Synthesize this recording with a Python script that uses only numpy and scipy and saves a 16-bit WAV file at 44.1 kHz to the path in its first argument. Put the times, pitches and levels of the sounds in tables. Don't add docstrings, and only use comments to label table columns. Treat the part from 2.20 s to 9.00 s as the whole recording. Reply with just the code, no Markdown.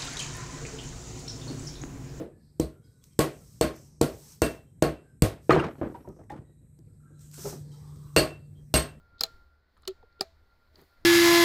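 import sys
import numpy as np
from scipy import signal
from scipy.io import wavfile
from scipy.ndimage import uniform_filter1d

SR = 44100
rng = np.random.default_rng(int(sys.argv[2]) if len(sys.argv) > 2 else 0)


def master_out(mix):
    frames = np.transpose(np.atleast_2d(mix))
    ceiling = np.clip(frames, -1, 1)
    pcm = np.round(ceiling * 32767).astype(np.int16)
    wavfile.write(sys.argv[1], SR, pcm)


def gain_from_db(level_db):
    decades = np.asarray(level_db, float) / 20
    return 10 ** decades


N = 299880

# start in seconds, stump thud in dB, then ground push, face and crack in dB re the thud.
BLOWS = [
    (0.3971, -29.5, -2.5, -12, -5.5),
    (0.99, -19, -15, -3.5, -2.5),
    (1.4109, -21.5, -8.5, -1.5, -4),
    (1.8118, -21, -10.5, -8, -4),
    (2.2185, -22.5, -5.5, -1, -2),
    (2.6221, -19.5, -8.5, -5, -9),
    (3.021, -24, -7.5, -2, 0.1),
    (5.963, -17.5, -8.5, 1, 0.5),
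    (6.5397, -23.5, 2, 6.5, 7.5),
]
PART_HZ = [70, 350, 1600, 7000]
# time in seconds, level in dB.
BLOWER_LOAD = [(0, -63.5), (.4, -59.5), (.75, -72), (1.2, -60), (3.0, -64.5), (3.4, -56.5), (3.9, -60),
               (4.7, -59), (5.1, -49), (5.38, -45), (5.95, -46), (6.25, -50), (6.8, -52.5)]
# frequency in Hz, width in Hz, level in dB.
PORTS = [(8200, 1300, -1), (11400, 1300, -8), (3950, 500, -17)]


def rms_one(x):
    return x / np.sqrt(np.mean(x ** 2) + 1e-20)


def in_time(rows):
    s, *columns = np.transpose(rows)
    return [np.interp(np.arange(N) / SR, s, c) for c in columns]


def at_hz(points, hz):
    point_hz, value = np.transpose(points)
    return np.interp(np.log(hz), np.log(point_hz), value)


def highpass(x, order, hz):
    return signal.sosfilt(signal.butter(order, hz, "high", fs=SR, output="sos"), x)


def drift(rate):
    r = np.exp(-80 * np.pi * rate / SR)
    slow = signal.lfilter([1], [1, -2 * r, r * r], rng.standard_normal(N // 40 + 2002))[2000:]
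    return np.interp(np.arange(N) / 40, np.arange(len(slow)), rms_one(slow))


def ring(drive, hz, t60):
    r, w = gain_from_db(-60 / (t60 * SR)), 2 * np.pi * hz / SR
    return signal.lfilter([0, np.sin(w)], [1, -2 * r * np.cos(w), r * r], drive + 1e-18)


def fade(clicks, t60):
    return signal.lfilter([1], [1, -gain_from_db(-60 / (t60 * SR))], clicks + 1e-18)


def fed_ring(level_db, roughness, feed_s, noise, hz, t60):
    click = np.zeros(len(noise))
    click[0] = gain_from_db(level_db)
    return ring(click + roughness * fade(click, feed_s) * noise, hz, t60)


def bank(low_hz):
    white = rng.standard_normal((2, N))
    edges = np.geomspace(low_hz, 17000, round(3 * np.log2(17000 / low_hz)))
    for k, (low, high) in enumerate(zip(edges, edges[1:])):
        band = signal.butter(2, [low, high], "band", fs=SR, output="sos")
        yield np.sqrt(low * high), signal.sosfilt(band, white[k % 2])


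def banded_noise(spectrum, patchy_db, rate):
    together = drift(rate / 3)
    out = 0
    for hz, noise in bank(22):
        flicker_db = patchy_db * (.6 * together + drift(rate))
        out = out + gain_from_db(at_hz(spectrum, hz) + flicker_db) * noise
    return rms_one(out)


def clicks_at(events, hz, extra_db, parts_hz=PART_HZ, lag_s=0):
    rows, out = np.array(events), np.zeros(N)
    part_db = [np.interp(np.log(hz), np.log(parts_hz), row[2:]) for row in rows]
    out[((rows[:, 0] + lag_s) * SR).astype(int)] = gain_from_db(rows[:, 1] + part_db + extra_db)
    return out


def impacts(events, colour, burst_db, burst_s, tail_db, echo_db, rise_s, t60_scale, lag_s=0):
    # frequency in Hz, t60 in seconds.
    shed_decay = [(60, 0.24), (160, 0.26), (420, 0.36), (1100, 0.32), (2910, 0.31), (7680, 0.23)]
    clumping, clump_cycles, roof_echo_s = 0.17, 18, .0125
    out = 0
    for hz, noise in bank(26.76):
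        clicks = clicks_at(events, hz, at_hz(colour, hz), lag_s=lag_s)
        power = uniform_filter1d(noise ** 2, size=int(clump_cycles * SR / hz) + 40)
        noise = noise * (power + 1e-12) ** clumping
        soft = fade(clicks, 2.0 / hz + .0015)
        tail = fade(clicks, t60_scale * at_hz(shed_decay, hz)) - fade(clicks, rise_s)
        tail = tail + gain_from_db(echo_db) * np.roll(tail, int(roof_echo_s * SR))
        burst = fade(clicks, burst_s) - soft
        out = out + rms_one(noise) * (gain_from_db(tail_db) * tail + gain_from_db(burst_db) * burst)
    return out


def body(events, modes, level_db, spread_db, rattle_db, rattle_s, t60_scale, split, parts_hz=PART_HZ, lag_s=0):
    out, chance = 0, rng.normal(0, 1, (len(events), len(modes), 2))
    for k, (hz, mode_db, t60) in enumerate(modes):
        for side in (0, 1):
            strike_db = level_db + mode_db + spread_db * chance[:, k, side]
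            clicks = clicks_at(events, hz, strike_db, parts_hz, lag_s)
            echoes = gain_from_db(rattle_db) * fade(clicks, rattle_s) * rng.standard_normal(N)
            side_hz = hz * (1 + split * (side - .5))
            out = out - ring(clicks + echoes, side_hz, min(t60, .45) * t60_scale)
    return out


def blow_parts(rows=BLOWS):
    return np.insert(np.array(rows, float), 3, 0, axis=1)


def aftermath(level_db, t60):
    return fade(clicks_at(blow_parts(), PART_HZ[1], level_db), t60)


def contacts():
    # start in seconds, thump in Hz (negative pushes first), thump level in dB,
    # thump length in cycles, snap level in dB.
    first_touches = [(.3984, 310, -8.5, 1.45, -21), (0.9914, 390, -3, 1.7, -8.5),
                     (1.4113, 400, -4.5, 1.7, -10.5), (1.8133, 400, -3.5, 1.7, -12.5),
                     (2.2193, 429, -8, 1.15, -4.5), (2.6238, 390, -3.5, 1.7, -15),
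                     (3.0218, -125, -1.5, 0.66, -3), (3.2947, 420, -3.5, 1.9, -38),
                     (3.3629, 560, -6.5, 1.3, -45.5), (3.614, 440, -17, 1.8, -66),
                     (4.587, -75, -44, .8, -68), (5.9638, 485, -13, 1.6, -9), (6.5405, 425, -15, 1.2, -16)]
    thump_repeat_s, thump_repeat_db = 0.006335, -7.5
    out, t = np.zeros(N), np.arange(2048) / SR
    fizz = highpass(rng.standard_normal((len(first_touches), len(t))), 2, 3500.0)
    for (s, hz, thump_db, cycles, snap_db), noise in zip(first_touches, fizz):
        u = t * abs(hz) / (0.27 * cycles)
        thump = -np.sin(2 * np.pi * hz * t) * (u * np.exp(1 - u)) ** 2
        for bounce in (1, 2):
            thump = thump + gain_from_db(thump_repeat_db) * np.roll(thump, int(bounce * thump_repeat_s * SR)) / bounce
        snap_s = min(.0003 + .0003 * abs(snap_db + 5), .003)
        snap = 0.42 * noise * t / snap_s * 3 * np.exp(1 - 3 * t / snap_s)
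        snap = snap + 0.36 * ring(snap, PORTS[0][0], 0.0021)
        out[int(s * SR):int(s * SR) + len(t)] += gain_from_db(thump_db) * thump + gain_from_db(snap_db) * snap
    return out


def hammer():
    # start in seconds, thud in dB, push, face and crack in dB re the thud.
    earlier_blow = (0, -31, -14, -15, -20)
    # frequency in Hz, level in dB.
    blow_colour = [(30, -19), (60, 0.5), (140, -6), (300, 0.5), (650, -3.5), (800, -10.5), (1500, -6.5),
                   (3000, -10), (6000, -10), (11000, -8), (15500, -11.5)]
    # mode in Hz, level in dB, t60 in seconds.
    stump_modes = [(150, 3, 0.32), (263, -14.5, 0.4), (320, -3.5, 0.94), (417, -15.5, .7),
                   (470.2, 0.5, 0.17), (520, -10.5, 0.8), (618.5, -5.5, 0.4), (660, -7, 0.47),
                   (800, -19, 0.059), (943, -14, 0.053), (1081, -12, 0.54), (1310, -21.5, 0.14),
                   (1380, -20, 0.064)]
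    # mode in Hz, level in dB, t60 in seconds.
    ground_modes = [(65, 0.5, .3), (95, -2, 0.068)]
    # mode in Hz, level in dB, t60 in seconds.
    steel_modes = [(2693, -2, .26), (2765, 1, .07), (4030, -14, .1), (4365, -5, .23), (4300, -6, .14),
                   (4500, -2, .06), (4745, -9, .17), (5720, -16, .08), (7010, -22, .14), (8430, 1.5, .22),
                   (8350, 2, .04), (10800, -17, .12), (11400, -16, .1)]
    # start in seconds, strength in dB, waist, horn and head in dB.
    steel_strikes = [
        (.3985, -20, -39, -27, -32),
        (.9912, -14, -49.5, -29, -32),
        (1.411, -21.5, -36, -14.5, -20),
        (1.813, -18, -37, -26, -30),
        (2.2192, -24.5, -16, -18, -18),
        (2.623, -13.5, -27, -25, -34.5),
        (3.0222, -15.5, -31.5, -30, -28.5),
        (5.9635, -20.5, 0, 0, -6.5),
        (6.5402, -12, -14.5, -14.5, -13),
    ]
    steel_parts_hz = [2700, 4400, 8400]
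    blows = blow_parts([earlier_blow] + BLOWS)
    scatter = impacts(blows, blow_colour, burst_db=-3.0, burst_s=0.02, tail_db=-12, echo_db=-1.5,
                      rise_s=0.0078, t60_scale=0.93)
    stump = body(blows, stump_modes, level_db=-10.0, spread_db=3.0, rattle_db=-24.0, rattle_s=.2,
                 t60_scale=0.51, split=.021, lag_s=.001)
    ground = 0
    for hz, mode_db, t60 in ground_modes:
        ground = ground + ring(clicks_at(blow_parts(), PART_HZ[0], mode_db, lag_s=0.0046), hz, t60)
    steel = body(steel_strikes, steel_modes[1:], level_db=-6.5, spread_db=1.5, rattle_db=-18, rattle_s=.19,
                 t60_scale=.56, split=0.0045, parts_hz=steel_parts_hz)
    return scatter + stump + ground + waist() + steel


def waist():
    # start in seconds, note in Hz, level in dB, level of the return in dB, t60 in seconds.
    waist_rings = [
        (.992, 2700, -52, -68, .25),
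        (1.412, 2696, -42, -85, .2),
        (2.226, 2700, -33, -61, .24),
        (2.624, 2700, -41, -59, .23),
        (3.023, 2695, -46, -74, .22),
        (5.964, 2693, -34, -48, .31),
        (6.541, 2697, -40, -50, .22),
    ]
    far_wall_s, far_wall_spread_s = .125, .03
    out, noise = np.zeros(N + SR), rng.standard_normal((2, N))
    spread = np.hanning(int(far_wall_spread_s * SR))
    back = int(far_wall_s * SR) + np.arange(len(spread))
    for s, hz, level_db, return_db, t60 in waist_rings:
        start, click = int(s * SR), np.zeros(SR // 2)
        click[0] = gain_from_db(level_db)
        drive = click + .03 * fade(click, .14) * np.resize(noise[0, start:], len(click))
        returned = np.cos(2 * np.pi * hz * back / SR + np.pi * noise[1, start])
        drive[back] += gain_from_db(return_db) * 2 * spread / spread.sum() * returned
        out[start:start + len(click)] += ring(drive, hz, t60)
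    return out[:N] * (1 + .25 * drift(25.0))


def favoured():
    # start in seconds, mode in Hz, level in dB.
    favoured_modes = [(.398, 476, -31), (.398, 1109, -48), (.398, 4002, -53), (.398, 4161, -52),
                      (.991, 304, -24), (.991, 471, -24), (.991, 614, -28), (.991, 1101, -28),
                      (.991, 1647, -38), (.991, 8718, -42), (1.411, 474, -23), (1.411, 611, -29),
                      (1.411, 1650, -39), (1.411, 1984, -42), (1.411, 4336, -40), (1.411, 8452, -40),
                      (1.813, 148, -24), (1.813, 474, -22), (1.813, 611, -29), (1.813, 700, -34),
                      (1.813, 1380, -35), (1.813, 3950, -42), (2.219, 301, -23), (2.219, 471, -26),
                      (2.219, 1101, -35), (2.219, 1445, -38), (2.219, 1647, -36), (2.219, 8366, -43),
                      (2.623, 301, -26), (2.623, 692, -30), (2.623, 810, -37), (2.623, 1096, -28),
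                      (2.623, 1445, -38), (2.623, 1647, -36), (2.623, 1814, -37), (2.623, 4365, -46),
                      (3.022, 105, -17), (3.022, 611, -31), (3.022, 1093, -32), (3.022, 2178, -40),
                      (3.022, 4370, -42), (5.963, 300, -22), (5.963, 342, -19), (5.963, 1650, -30),
                      (5.963, 2315, -33), (5.963, 2931, -34), (5.963, 4861, -36), (5.963, 8430, -23),
                      (6.54, 380, -25), (6.54, 2188, -35), (6.54, 2603, -34), (6.54, 2810, -35),
                      (6.54, 4365, -34), (6.54, 4759, -34), (6.54, 8306, -36), (6.54, 8430, -28)]
    out = np.zeros(N + SR)
    noises = rng.standard_normal((len(favoured_modes), SR // 3))
    for (s, hz, level_db), noise in zip(favoured_modes, noises):
        start = int((s + .004) * SR)
        out[start:start + len(noise)] += fed_ring(level_db - 3.5, .05, .14, noise, hz, .15)
    return out[:N]


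def knock_parts():
    # start in seconds, bench thud in dB, face and crack in dB re the thud.
    bench_knocks = [(3.2928, -8.5, 1.5, -21.5), (3.304, -21.5, 17.5, 2.5), (3.315, -38, 1, 2),
                    (3.327, -33, -6, -3), (3.35, -35.5, 2.5, 0), (3.377, -32, -2, -13.5),
                    (3.365, -10, -6.5, -26), (3.385, -31, 6.5, -2), (3.395, -27, 4, -15),
                    (3.41, -39.5, -5, -25), (3.431, -32, -5, -15), (3.439, -40, -5, -7),
                    (3.473, -31, -24, -32), (3.58, -37, -14, -9), (3.6127, -13.5, -11.5, -51),
                    (3.627, -36, -1.5, -29), (3.649, -48, -17, -32), (3.667, -31, -18, -25),
                    (3.741, -38, -0.5, -6), (3.844, -42, -10, -59), (3.874, -28, -26, -46.5),
                    (3.963, -42, -14, -47), (3.991, -39.5, -8, -66), (4.099, -35.5, -9, 2),
                    (4.122, -28.5, -6.5, -39.5), (4.2, -43, -27, -20), (4.293, -50.5, -34.5, -21),
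                    (4.586, -47, -25, -24.5), (4.904, -43.5, -34, -23), (5.178, -37, -2, 4),
                    (5.254, -26.5, -3.5, -30), (5.325, -31, -17, -16), (5.354, -52, -20, -19)]
    push_db = -6.5
    return np.array([(s, thud_db, push_db, 0, face_db, crack_db) for s, thud_db, face_db, crack_db in bench_knocks])


def tools():
    # frequency in Hz, level in dB.
    knock_colour = [(30, -35), (60, -5), (200, 0.5), (500, -6.5), (1000, -5.5), (2500, -8.5), (5000, -12),
                    (9000, -14.5), (15500, -24.5)]
    # mode in Hz, level in dB, t60 in seconds.
    bench_modes = [(155, 0, .1), (320, -2, .1), (365, -3, .08), (430, -4, .07), (540, -3, .08),
                   (657, -6, .05), (955, -9, .06), (1230, -10, .05), (1590, -13, .05), (2170, -18, .05),
                   (2380, -17, .05)]
    # start in seconds, note in Hz, level in dB, t60 in seconds.
    tool_clinks = [(3.31, 14700, -55, .12), (3.305, 646, -20.5, 0.14), (3.309, 2440, -29.5, 0.066),
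                   (3.306, 1226, -14.5, 0.055), (3.323, 4300, -35, 0.047), (3.322, 8380, -46, 0.066),
                   (3.31, 6900, -46, 0.078), (3.325, 370.5, -18, .2), (3.348, 9710, -61, 0.042),
                   (3.349, 3156, -46, 0.036), (3.372, 1602, -28, 0.085), (3.386, 955, -24, 0.078),
                   (3.396, 8520, -53.5, .07), (3.397, 1305, -32, 0.056), (3.397, 2770, -32.5, .05),
                   (3.426, 1313, -31, 0.075), (3.439, 5600, -47.5, 0.027), (3.44, 990, -31, 0.067),
                   (3.478, 664, -37, 0.076), (3.583, 240, -38.5, 0.068), (3.66, 306, -30, 0.11),
                   (3.69, 325, -43, 0.16), (3.669, 1900, -43, 0.026), (3.807, 320, -46.5, 0.1),
                   (3.872, 630, -46.5, 0.074), (3.889, 1260, -66, 0.19), (3.99, 650, -48.5, 0.073),
                   (3.294, 150, -28, 0.35), (4.189, 150, -40, .08), (3.746, 950, -47, 0.12),
                   (3.848, 950, -57, 0.15), (4.036, 1950, -68.5, 0.038), (4.102, 800, -36, 0.077),
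                   (4.12, 846, -45, 0.13), (3.746, 800, -55, 0.2), (3.297, 2580, -26, 0.039),
                   (3.304, 412, -20.5, 0.057), (4.101, 990, -50, 0.062), (4.098, 1852, -43.5, 0.088),
                   (4.101, 3520, -60, 0.049), (4.124, 290, -45, 0.086), (4.239, 1940, -80, 0.11),
                   (4.296, 444, -55.5, 0.046), (5.245, 407, -41.5, 0.27), (5.25, 825, -45, 0.14),
                   (5.326, 666, -41.5, 0.091)]
    knock_lag_s, bench_soft_hz = .002, 2500
    bounces = (rng.random(N) < 230 / SR) * rng.exponential(1, N)
    rattle = 0.75 + .5 * uniform_filter1d(fade(bounces, 0.029), size=130)
    scatter = impacts(knock_parts(), knock_colour, burst_db=-20.5, burst_s=0.0061, tail_db=-24.5, echo_db=-7.5,
                      rise_s=0.008, t60_scale=0.86, lag_s=knock_lag_s)
    bench = body(knock_parts(), bench_modes, level_db=-18.5, spread_db=2.5, rattle_db=-21.5, rattle_s=0.18,
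                 t60_scale=.8, split=0.094, lag_s=knock_lag_s)
    soft_contact = signal.butter(2, bench_soft_hz, fs=SR, output="sos")
    out = rattle * scatter + signal.sosfilt(soft_contact, bench)
    touch = np.hanning(9) / 4
    for (s, hz, level_db, t60), noise in zip(tool_clinks, rng.standard_normal((len(tool_clinks), SR // 3))):
        clink = fed_ring(level_db, .12, t60, noise, hz, t60 / 2)
        if hz < bench_soft_hz:
            clink = np.convolve(clink, touch, "same")
        out[int(s * SR):int(s * SR) + len(noise)] += clink
    return out


def strokes():
    # start in seconds, length in seconds, level at the start in dB, swell over the stroke in dB.
    rub_strokes = [(0.647, 0.16, -79, -1), (0.843, 0.13, -63.5, -10.5), (1.09, 0.29, -60.5, -1),
                   (1.557, 0.13, -63, -3.5), (1.89, 0.24, -58, 6.5), (2.294, 0.036, -51, -6.5),
                   (3.23, .06, -65.5, 1), (3.464, 0.29, -76, 2), (3.89, 0.011, -78, -11),
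                   (4.782, 0.23, -92.5, 6), (5.011, 0.061, -59.5, -4), (5.14, 0.15, -51.5, 12.5),
                   (5.52, 0.57, -67, 0.5)]
    attack_db_per_s, release_db_per_s = 701, 189
    t, pressure = np.arange(N) / SR, 0
    for start, length, level_db, swell_db in rub_strokes:
        hold_db = level_db + swell_db * np.clip((t - start) / length, 0, 1)
        attack_db = attack_db_per_s * np.maximum(start - t, 0)
        release_db = release_db_per_s * np.maximum(t - start - length, 0)
        pressure = pressure + gain_from_db(hold_db - (attack_db + release_db))
    return pressure


def scrape():
    # frequency in Hz, density in dB per Hz.
    grit_colour = [(530, -29), (900, -11.5), (1160, -5.5), (1290, -7.5), (1690, -6), (3190, -9.5),
                   (5930, 4.5), (6930, -1.5), (8490, 1), (9790, -7.5), (15600, -0.5)]
    # start in seconds, peak in dB.
    scale_ticks = [(0.84, -35), (0.8694, -57), (0.933, -45), (1.5634, -37), (3.6875, -58), (3.889, -49),
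                   (3.996, -57.5), (4.04, -54.5), (4.101, -46), (4.59, -47), (4.753, -67), (4.993, -47),
                   (5.017, -54.5), (5.114, -38), (5.1412, -32.5), (5.759, -46)]
    ticks = np.zeros(N)
    for s, peak_db in scale_ticks:
        ticks[int(s * SR)] = gain_from_db(peak_db - 11)
    snaps = (rng.random(N) < 400 / SR) * gain_from_db(3.8 * np.minimum(rng.exponential(1, N), 4))
    grain = 1 + 0.32 * fade(snaps, 0.0026)
    grit = rms_one(grain * banded_noise(grit_colour, patchy_db=1.2, rate=16.0))
    return (gain_from_db(-4.0) * strokes() + fade(ticks, 0.01)) * grit


def blower():
    # frequency in Hz, density in dB per Hz.
    rumble_colour = [(15, -47.5), (25, -17.5), (108, -8), (144, -10.5), (175, -17.5), (204, -17),
                     (312, -26), (450, -31.5), (589, -42), (636, -50), (1090, -57), (1270, -51),
                     (2500, -55.5), (3250, -90.5), (5500, -120)]
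    hum_hz, hum_width_hz = 147.6, 29
    hum_db, = in_time(BLOWER_LOAD)
    tone = np.sin(2 * np.pi * np.cumsum(hum_hz + .8 * drift(2.4)) / SR)
    wavering = rms_one(ring(rng.standard_normal(N), hum_hz, 2.4 / hum_width_hz))
    hum = gain_from_db(hum_db + 3.5) * (0.92 * tone + .18 * wavering)
    rumble = gain_from_db(-55.5 + 0.34 * (hum_db - hum_db.mean()))
    rumble = rumble + aftermath(-26.5, 0.66)
    return hum + rumble * banded_noise(rumble_colour, patchy_db=3.0, rate=28.0)


def far_metal():
    # start in seconds, length in seconds, note in Hz, level in dB.
    far_rings = [(0.5, 0.14, 1390, -69), (.62, .14, 3250, -83), (0.62, 0.37, 1480, -79),
                 (0.91, 0.091, 3180, -78), (2.83, 0.19, 1560, -72), (4.8, 0.33, 1350, -72),
                 (4.85, 0.33, 1574, -76), (5.395, 0.55, 450, -66), (0.55, 0.43, 450, -74),
                 (5.527, 0.11, 1296, -73), (5.507, 0.21, 3915, -75), (5.513, 0.16, 3160, -75),
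                 (0.627, .35, 3900, -83), (.64, .2, 4450, -84), (0.638, 0.18, 4980, -80),
                 (0.814, 0.065, 3390, -77), (0.12, 0.22, 1720, -80), (5.552, 0.47, 4950, -79),
                 (5.83, 0.12, 3950, -79), (5.87, .08, 2800, -80), (5.82, .13, 1530, -77),
                 (6.35, 0.11, 3225, -74), (6.36, .1, 3900, -84), (2.47, .13, 3150, -86),
                 (4.94, .08, 4000, -80), (4.2, .3, 1900, -84), (4.68, .12, 1350, -82),
                 (0.62, .1, 2200, -86), (1.2, .08, 1330, -76), (2.88, .12, 5200, -88),
                 (4.25, .25, 3900, -86), (6.15, .2, 4370, -82), (6.17, .15, 4740, -84),
                 (5.55, .3, 5500, -82), (5.6, .1, 830, -76), (3.55, .3, 4300, -84), (3.8, .25, 5600, -84)]
    out = np.zeros(N + SR)
    for (start, length, hz, level_db), noise in zip(far_rings, rng.standard_normal((len(far_rings), SR))):
        swell = np.sin(np.pi * np.clip(np.arange(SR) / SR / length, 0, 1) ** 0.32)
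        out[int(start * SR):int(start * SR) + SR] += gain_from_db(level_db) * swell * rms_one(ring(noise, hz, .06))
    return out[:N]


def air():
    # frequency in Hz, density in dB per Hz.
    hiss_colour = [(410, -24), (700, -9), (1120, -4), (1260, -4), (1390, -12.5), (1930, -9.5), (3370, -20),
                   (5170, 2), (6710, -16), (8150, -1), (9650, -13.5), (11600, -13), (15600, -12)]
    ports = 0
    for hz, width, level_db in PORTS:
        t60 = 2.3 / width
        port = ring(ring(rng.standard_normal(N), hz, t60), hz, t60)
        ports = ports + gain_from_db(level_db + drift(3.3)) * rms_one(port)
    load_db, = in_time(BLOWER_LOAD)
    level = gain_from_db(-81.5 + 0.11 * (load_db - load_db.mean()))
    level = level + gain_from_db(-13) * np.minimum(strokes(), gain_from_db(-44.0))
    level = level + aftermath(-59, 0.68)
    return gain_from_db(3.0) * level * (ports + banded_noise(hiss_colour, patchy_db=8.0, rate=1.4))


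def scene():
    forging = contacts() + hammer() + favoured()
    handling = tools() + scrape()
    background = blower() + far_metal() + air()
    return (forging + handling + background)[None]


def low_pass(x):
    return signal.sosfilt(signal.butter(12, 16810, fs=SR, output="sos"), x)


def record(dry):
    overload = .8
    bass_cut = highpass(dry, 4, 40.0)
    rounded = overload * np.tanh(bass_cut / overload)
    shelved = signal.sosfilt(signal.cheby2(8, 26.0, 15700, fs=SR, output="sos"), rounded)
    cut = signal.sosfilt(signal.cheby2(12, 60, 17200, fs=SR, output="sos"), shelved)
    return low_pass(cut)


dry = scene()
out = record(dry)
master_out(out)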